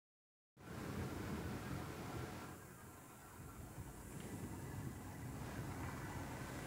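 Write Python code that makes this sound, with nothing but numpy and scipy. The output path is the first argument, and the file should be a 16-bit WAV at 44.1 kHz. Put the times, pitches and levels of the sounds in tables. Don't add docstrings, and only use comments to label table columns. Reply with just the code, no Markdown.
import sys
import numpy as np
from scipy import signal
from scipy.fft import rfft, irfft
from scipy.io import wavfile

SR = 44100
rng = np.random.default_rng(int(sys.argv[2]) if len(sys.argv) > 2 else 0)


def store_wav(level_fs):
    pcm = np.round(np.clip(np.atleast_2d(level_fs), -1, 1) * 32767)
    wavfile.write(sys.argv[1], SR, pcm.T.astype(np.int16))


N = 293706
T = np.arange(N) / SR
HZ = np.fft.rfftfreq(N, 1 / SR)

# (time [s], level [dB])
NEAR_LEVEL = [(2.4, -59), (2.7, -62.5), (4.3, -62), (4.85, -59.5), (5.2, -62), (5.88, -53), (6.2, -54.5),
              (6.5, -56.5)]
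# (time [s], place [0 = first, 1 = second])
MIC_PLACE = [(2.4, 0.055), (2.65, .55), (2.82, .03), (3.03, .5), (3.3, 0.073), (3.6, 0.3), (4.3, 0.9),
             (4.85, 0.91), (5.55, 0.75), (6.6, 0.84)]
# (frequency [Hz], gain [dB])
FIRST_PLACE_EQ = [(150, -12), (350, 6.5), (500, -4), (680, 1), (930, -0.5), (1130, -3), (1600, -1.5),
                  (2300, -12), (2900, -13.5), (3400, -21.5), (5000, -17), (7000, -38), (12000, -43)]
SECOND_PLACE_EQ = [(150, -12), (350, -1), (540, -2.5), (700, 1.5), (920, 3), (1130, -5.5), (1300, -12),
                   (1700, -4.5), (2200, -10), (2750, -13), (3300, -25.5), (5000, -19.5), (6500, -16),
                   (12000, -30)]
# (centre [Hz], width [Hz], gain at first place [dB], gain at second place [dB])
PANE_RESONANCES = [(542, 26, 2, 5), (730, 26, 12.5, 2.5), (1035, 70, 8, -2), (1228, 20, 9, 8),
                   (1436, 64, -10.5, -4.5), (1484, 52, 12, 3.5), (1530, 20, 2, 8.5), (1614, 12, 8.5, 6),
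                   (1745, 77, -2, 9), (1870, 205, 0, -13), (1910, 76, 1, -4.5), (2060, 30, -10, 1),
                   (2250, 98, 5, 0), (2227, 24, 2, -16), (2277, 31, -11, 6), (2470, 55, 12, -10),
                   (2525, 69, -2.5, -10), (3690, 320, 4, 5.5), (4230, 180, 2, -2)]
# (delay [s], gain [linear])
REFLECTIONS = [(.0061, 0.12), (0.0109, 0.3)]
# (pitch [Hz], half-width [Hz], level against near rain [dB], loudest place [0-1])
RING_MODES = [(1364.5, 19, -5.5, 0.14), (1974, 33, -11, 0.85)]
# (time [s], level [dB], pitch [Hz])
PLINKS = [(4.514, -59, 1980), (4.715, -53, 1705), (4.824, -53.5, 1735), (5.045, -60, 1600)]
# (time [s], level [dB])
WASH_LEVEL = [(2.43, -54), (2.59, -70), (3.5, -68.5), (5.3, -63.5), (6.2, -57.7), (6.58, -53.5)]
# (frequency [Hz], gain [dB])
WASH_EQ = [(110, -24), (200, 7.5), (350, 3.5), (480, 2.5), (620, 1), (1050, -1.5), (1600, -4.5), (2300, -7),
           (2800, -11.5), (3400, -13.5), (5500, -15.5), (6800, -18.5), (8000, -33.5), (15000, -43.5)]
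# (crest time [s], boost [dB])
GUSTS = [(4.22, 7), (5.45, 7.5)]

# (time [s], level [dB])
THUNDER_LEVEL = [(.7, -52.5), (1.05, -51), (1.4, -50.5), (1.95, -54), (2.4, -55.5), (2.6, -61.5),
                 (3.2, -66), (3.45, -61.5), (4.03, -59.5), (4.3, -53.5), (4.7, -51.5), (5.05, -55),
                 (5.65, -51.5), (6.6, -53.5)]
# (crest time [s], boost [dB])
ROLL_SURGES = [(.99, 5.5), (1.26, -0.5), (1.46, 2), (1.72, 7), (2.17, 9), (2.87, 5), (3.41, 10), (3.6, 8.5),
               (3.79, 10.5), (4.8, 7.5), (5.22, 5.5), (5.35, 6), (5.59, 6.5), (5.81, 5.5), (6.16, 4)]
# (time [s], distance [0 = nearer and brighter, 1 = further and duller])
THUNDER_DISTANCE = [(2.6, 0.053), (3.5, 0.68), (4.1, 0.06), (4.35, 0.09), (4.65, 0.85), (6.6, 0.99)]
# (time [s], level [dB])
BOOM_LEVEL = [(.75, -69), (.98, -61), (2.3, -69), (3.05, -80), (3.4, -67), (3.9, -59.5), (4.5, -67),
              (5.2, -63), (6.6, -62)]
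# (frequency [Hz], gain [dB])
BOOM_EQ = [(15, -36), (30, -10), (42, -17), (53, 11), (62, 10), (75, -7), (150, -51)]
ROLL_EQ = [(20, -53), (45, -28), (64, -7), (84, -0.5), (133, -1), (160, -5), (200, -19.5), (400, -53)]
NEAR_GROWL_EQ = [(110, -26.5), (170, 3.5), (205, -0.5), (250, -7.5), (300, -3.5), (345, -4), (420, -5.5),
                 (490, -8.5), (800, -38.5)]
FAR_GROWL_EQ = [(110, -23), (170, 0), (215, -5), (260, 1), (305, -4.5), (350, -6), (420, -11), (490, -15.5),
                (800, -41)]
# (time [s], level [dB], centre [Hz], 60 dB decay [s])
THUMPS = [(.97, -43, 190, .15), (1.052, -53, 212, .08), (1.325, -42, 200, .16), (4.16, -46, 190, 0.16),
          (4.252, -49.5, 226, .09), (4.32, -46, 294, .2), (4.44, -43.5, 269, 0.2), (4.87, -43, 242, 0.13)]
# (centre [Hz], width [Hz], gain [dB])
ROOM_MODES = [(91, 27, 4), (131.5, 17.6, 6.5), (209.7, 24.4, 6.5), (265.6, 33, 4.5), (310.6, 25, 6),
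              (359.5, 20, 3), (426.6, 43, 6)]

# (frequency [Hz], gain [dB])
FIZZ_EQ = [(1500, -13), (2700, -2.5), (3700, -13.5), (5200, -16.5), (7500, 3.5), (9300, 5.5), (10500, 1),
           (12500, -4), (16000, -30.5)]
# (crest time [s], boost [dB])
SWISHES = [(4.16, 6), (6.6, 4.5)]
# (time [s], level [dB], centre [Hz], 60 dB decay [s])
TAPS = [(4.122, -60, 1700, 0.093), (4.203, -50.5, 2150, 0.043), (4.232, -62, 2200, 0.16),
        (5.832, -46.5, 1270, 0.065), (5.886, -50, 970, 0.1), (6.589, -54, 1100, 0.056)]
# (frequency [Hz], gain [dB])
HISS_EQ = [(20, 8), (1000, -13), (3500, -25), (5400, -10), (6500, 0.5), (7500, 0.5), (10000, -1),
           (11500, -.5), (15700, 3)]
# (centre [Hz], width [Hz], gain [dB])
PORT_RESONANCES = [(7450, 580, 5), (7960, 240, 2.5), (8490, 580, -6.5), (9150, 410, 4)]


def near_rain(flutter_db=1.0, drips_db=-6.5):
    place = curve(MIC_PLACE)
    first = eq(FIRST_PLACE_EQ) + sum(db * bell(hz, width) for hz, width, db, _ in PANE_RESONANCES)
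    second = eq(SECOND_PLACE_EQ) + sum(db * bell(hz, width) for hz, width, _, db in PANE_RESONANCES)
    out = np.zeros(N)
    for share, colour in (1 - place, first), (place, second):
        drops = coloured(patter(per_s=700, spread_db=3.0, wash_db=-1.5), colour)
        bubbles = gain_of(drips_db) * coloured(drips(), colour)
        out += np.sqrt(share) * unit_rms(drops + bubbles)
    out = burbling(reflected(out))
    return out * gain_of(curve(NEAR_LEVEL) + flutter_db * drift(rate_hz=30))


def patter(per_s, spread_db, wash_db):
    size = gain_of(spread_db * np.minimum(rng.exponential(1, N), 4))
    drops = size * rng.choice([-1, 1], N) * (rng.random(N) < per_s / SR)
    return unit_rms(drops) + gain_of(wash_db) * rng.standard_normal(N)


def drips(per_s=170, spread_db=2, low_hz=900, high_hz=3300, decay_cycles=22, glide=0.0408, voices=36):
    t, out = np.arange(SR // 10) / SR, np.zeros(N)
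    for hz in np.geomspace(low_hz, high_hz, voices) * rng.uniform(0.98, 1.03, voices):
        age = hz * t / decay_cycles
        phase = 2 * np.pi * hz * t * (1 + glide * np.tanh(age / 2))
        bubble = np.sin(phase) * np.exp(-age) * (1 - np.exp(-hz * t))
        size = gain_of(spread_db * np.minimum(rng.exponential(1, N), 3))
        triggers = rng.random(N) < per_s / voices / SR
        out += signal.oaconvolve(size * triggers, bubble)[:N]
    return unit_rms(out)


def reflected(x, sway_s=0.00021):
    echoes = sum(gain * np.interp(T - delay_s - sway_s * drift(rate_hz=0.86), T, x)
                 for delay_s, gain in REFLECTIONS)
    return unit_rms(x + echoes)


def burbling(x, depth_db=3.8, patch_hz=140, patch_s=0.12):
    frames = dict(nperseg=1024, noverlap=768)
    hz, t, spectrogram = signal.stft(x, SR, **frames)
    across = np.fft.fftfreq(len(hz), hz[1])[:, None] * patch_hz
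    along = np.fft.fftfreq(len(t), t[1]) * patch_s
    blur = np.exp(-2 * (across ** 2 + along ** 2))
    patches = np.fft.ifft2(np.fft.fft2(rng.standard_normal(spectrogram.shape)) * blur).real
    soft_clipped = 2 * np.tanh(unit_rms(patches) / 2)
    treble_weight = np.interp(hz, [500, 2000], [0.4, 1])[:, None]
    spectrogram *= gain_of(depth_db * treble_weight * soft_clipped)
    return unit_rms(signal.istft(spectrogram, SR, **frames)[1][:N])


def window_ring(falloff_db=16.5):
    out = np.zeros(N)
    for hz, half_width, db, loudest_at in RING_MODES:
        resonance_db = 20 * np.log10(bell(hz, 2 * half_width) + 1e-4)
        mode = coloured(patter(per_s=300, spread_db=5.5, wash_db=-2.0), resonance_db)
        distance = np.abs(curve(MIC_PLACE) - loudest_at)
        out += mode * gain_of(curve(NEAR_LEVEL) + db - falloff_db * distance)
    return out


def plinks(t60=0.098):
    out, t = np.zeros(N), np.arange(SR // 5) / SR
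    for s, db, hz in PLINKS:
        envelope = (1 - np.exp(-hz * t / 2)) * gain_of(db - 60 * t / t60)
        out[round(s * SR):][:len(t)] += np.sin(2 * np.pi * hz * t) * envelope
    return out


def rain_wash(flutter_db=0.4):
    rush = coloured(patter(per_s=3000, spread_db=0.5, wash_db=4), eq(WASH_EQ))
    gusts_db = swells(GUSTS, rise_s=0.056, fall_s=0.19)
    return rush * gain_of(curve(WASH_LEVEL) + gusts_db + flutter_db * drift(rate_hz=10))


def thunder(growl_db=0.67, growl_surge_share=0.2, distance_loss_db=3):
    level_db, far = curve(THUNDER_LEVEL), curve(THUNDER_DISTANCE)
    surges_db = swells(ROLL_SURGES, rise_s=0.02, fall_s=0.068)
    boom = rumble(BOOM_EQ, smooth_s=0.4, compression=0.65) * gain_of(curve(BOOM_LEVEL))
    roll = rumble(ROLL_EQ, smooth_s=0.24, compression=1.0) * gain_of(level_db + surges_db)
    growl = np.sqrt(1 - far) * rumble(NEAR_GROWL_EQ, smooth_s=0.36, compression=1.0)
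    growl += np.sqrt(far) * rumble(FAR_GROWL_EQ, smooth_s=0.3, compression=0.49)
    growl *= gain_of(level_db + growl_surge_share * surges_db - distance_loss_db * far + growl_db)
    return boom + roll + growl + knocks(THUMPS, octaves=0.39)


def rumble(spectrum, smooth_s, compression):
    noise = coloured(rng.standard_normal(N), eq(spectrum) + bells(ROOM_MODES))
    window = signal.windows.hann(int(smooth_s * SR))
    power = signal.fftconvolve(noise ** 2, window / window.sum(), "same")
    return unit_rms(noise / (np.abs(power) + 1e-6) ** (compression / 2))


def knocks(rows, octaves):
    out, t = np.zeros(N), np.arange(SR // 4) / SR
    hz = np.fft.rfftfreq(len(t), 1 / SR) + 1
    for s, db, centre_hz, t60 in rows:
        band = 1 / (1 + (np.log2(hz / centre_hz) / octaves) ** 4)
        burst = unit_rms(irfft(rfft(rng.standard_normal(len(t))) * band, len(t)))
        attack = 1 - np.exp(-2 * centre_hz * t)
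        slot = out[round(s * SR):][:len(t)]
        slot += (burst * attack * gain_of(db - 60 * t / t60))[:len(slot)]
    return out


def high_fizz(rest_db=-70.0, port_share=0.73):
    fizz = coloured(rng.standard_normal(N), eq(FIZZ_EQ) + port_share * bells(PORT_RESONANCES))
    return fizz * gain_of(rest_db + swells(SWISHES, rise_s=0.23, fall_s=0.42))


def taps():
    return knocks(TAPS, octaves=0.75)


def mic_hiss(level_db=-65.5):
    return gain_of(level_db) * coloured(rng.standard_normal(N), eq(HISS_EQ) + bells(PORT_RESONANCES))


def gain_of(db):
    return 10 ** (np.asarray(db) / 20)


def unit_rms(x):
    return x / np.sqrt(np.mean(x ** 2) + 1e-20)


def curve(rows):
    return np.interp(T, *np.transpose(rows))


def swells(rows, rise_s, fall_s):
    return sum(db * np.exp(-((T - s) / np.where(T < s, rise_s, fall_s)) ** 2) for s, db in rows)


def drift(rate_hz):
    return unit_rms(irfft(rfft(rng.standard_normal(N)) / (1 + (HZ / rate_hz) ** 4), N))


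def eq(points):
    hz, db = np.transpose(points)
    return np.interp(np.log(HZ + 1), np.log(hz), db)


def bell(hz, width):
    return 1 / (1 + (2 * (HZ - hz) / width) ** 2)


def bells(rows):
    return sum(db * bell(hz, width) for hz, width, db in rows)


def coloured(x, db):
    cepstrum = irfft(np.log(gain_of(db)), N) * (1 + np.sign(N / 2 - np.arange(N)))
    cepstrum[0] /= 2
    return unit_rms(irfft(rfft(x) * np.exp(rfft(cepstrum)), N))


def scene():
    rain = rain_wash() + near_rain() + window_ring() + plinks()
    mono = rain + thunder() + high_fizz() + taps()
    return np.array([mono, mono])


def record(dry, start_s=0.568, fade_s=0.23, high_cut_hz=15760):
    ramp = np.clip((T - start_s) / fade_s, 0, 1)
    fade_in = (T > start_s) * (0.08 + 0.91 * ramp)
    high_cut = signal.firwin(801, high_cut_hz, window=("kaiser", 9), fs=SR)
    return signal.oaconvolve((dry + mic_hiss()) * fade_in, high_cut[None], "same")


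dry = scene()
out = record(dry)
store_wav(out)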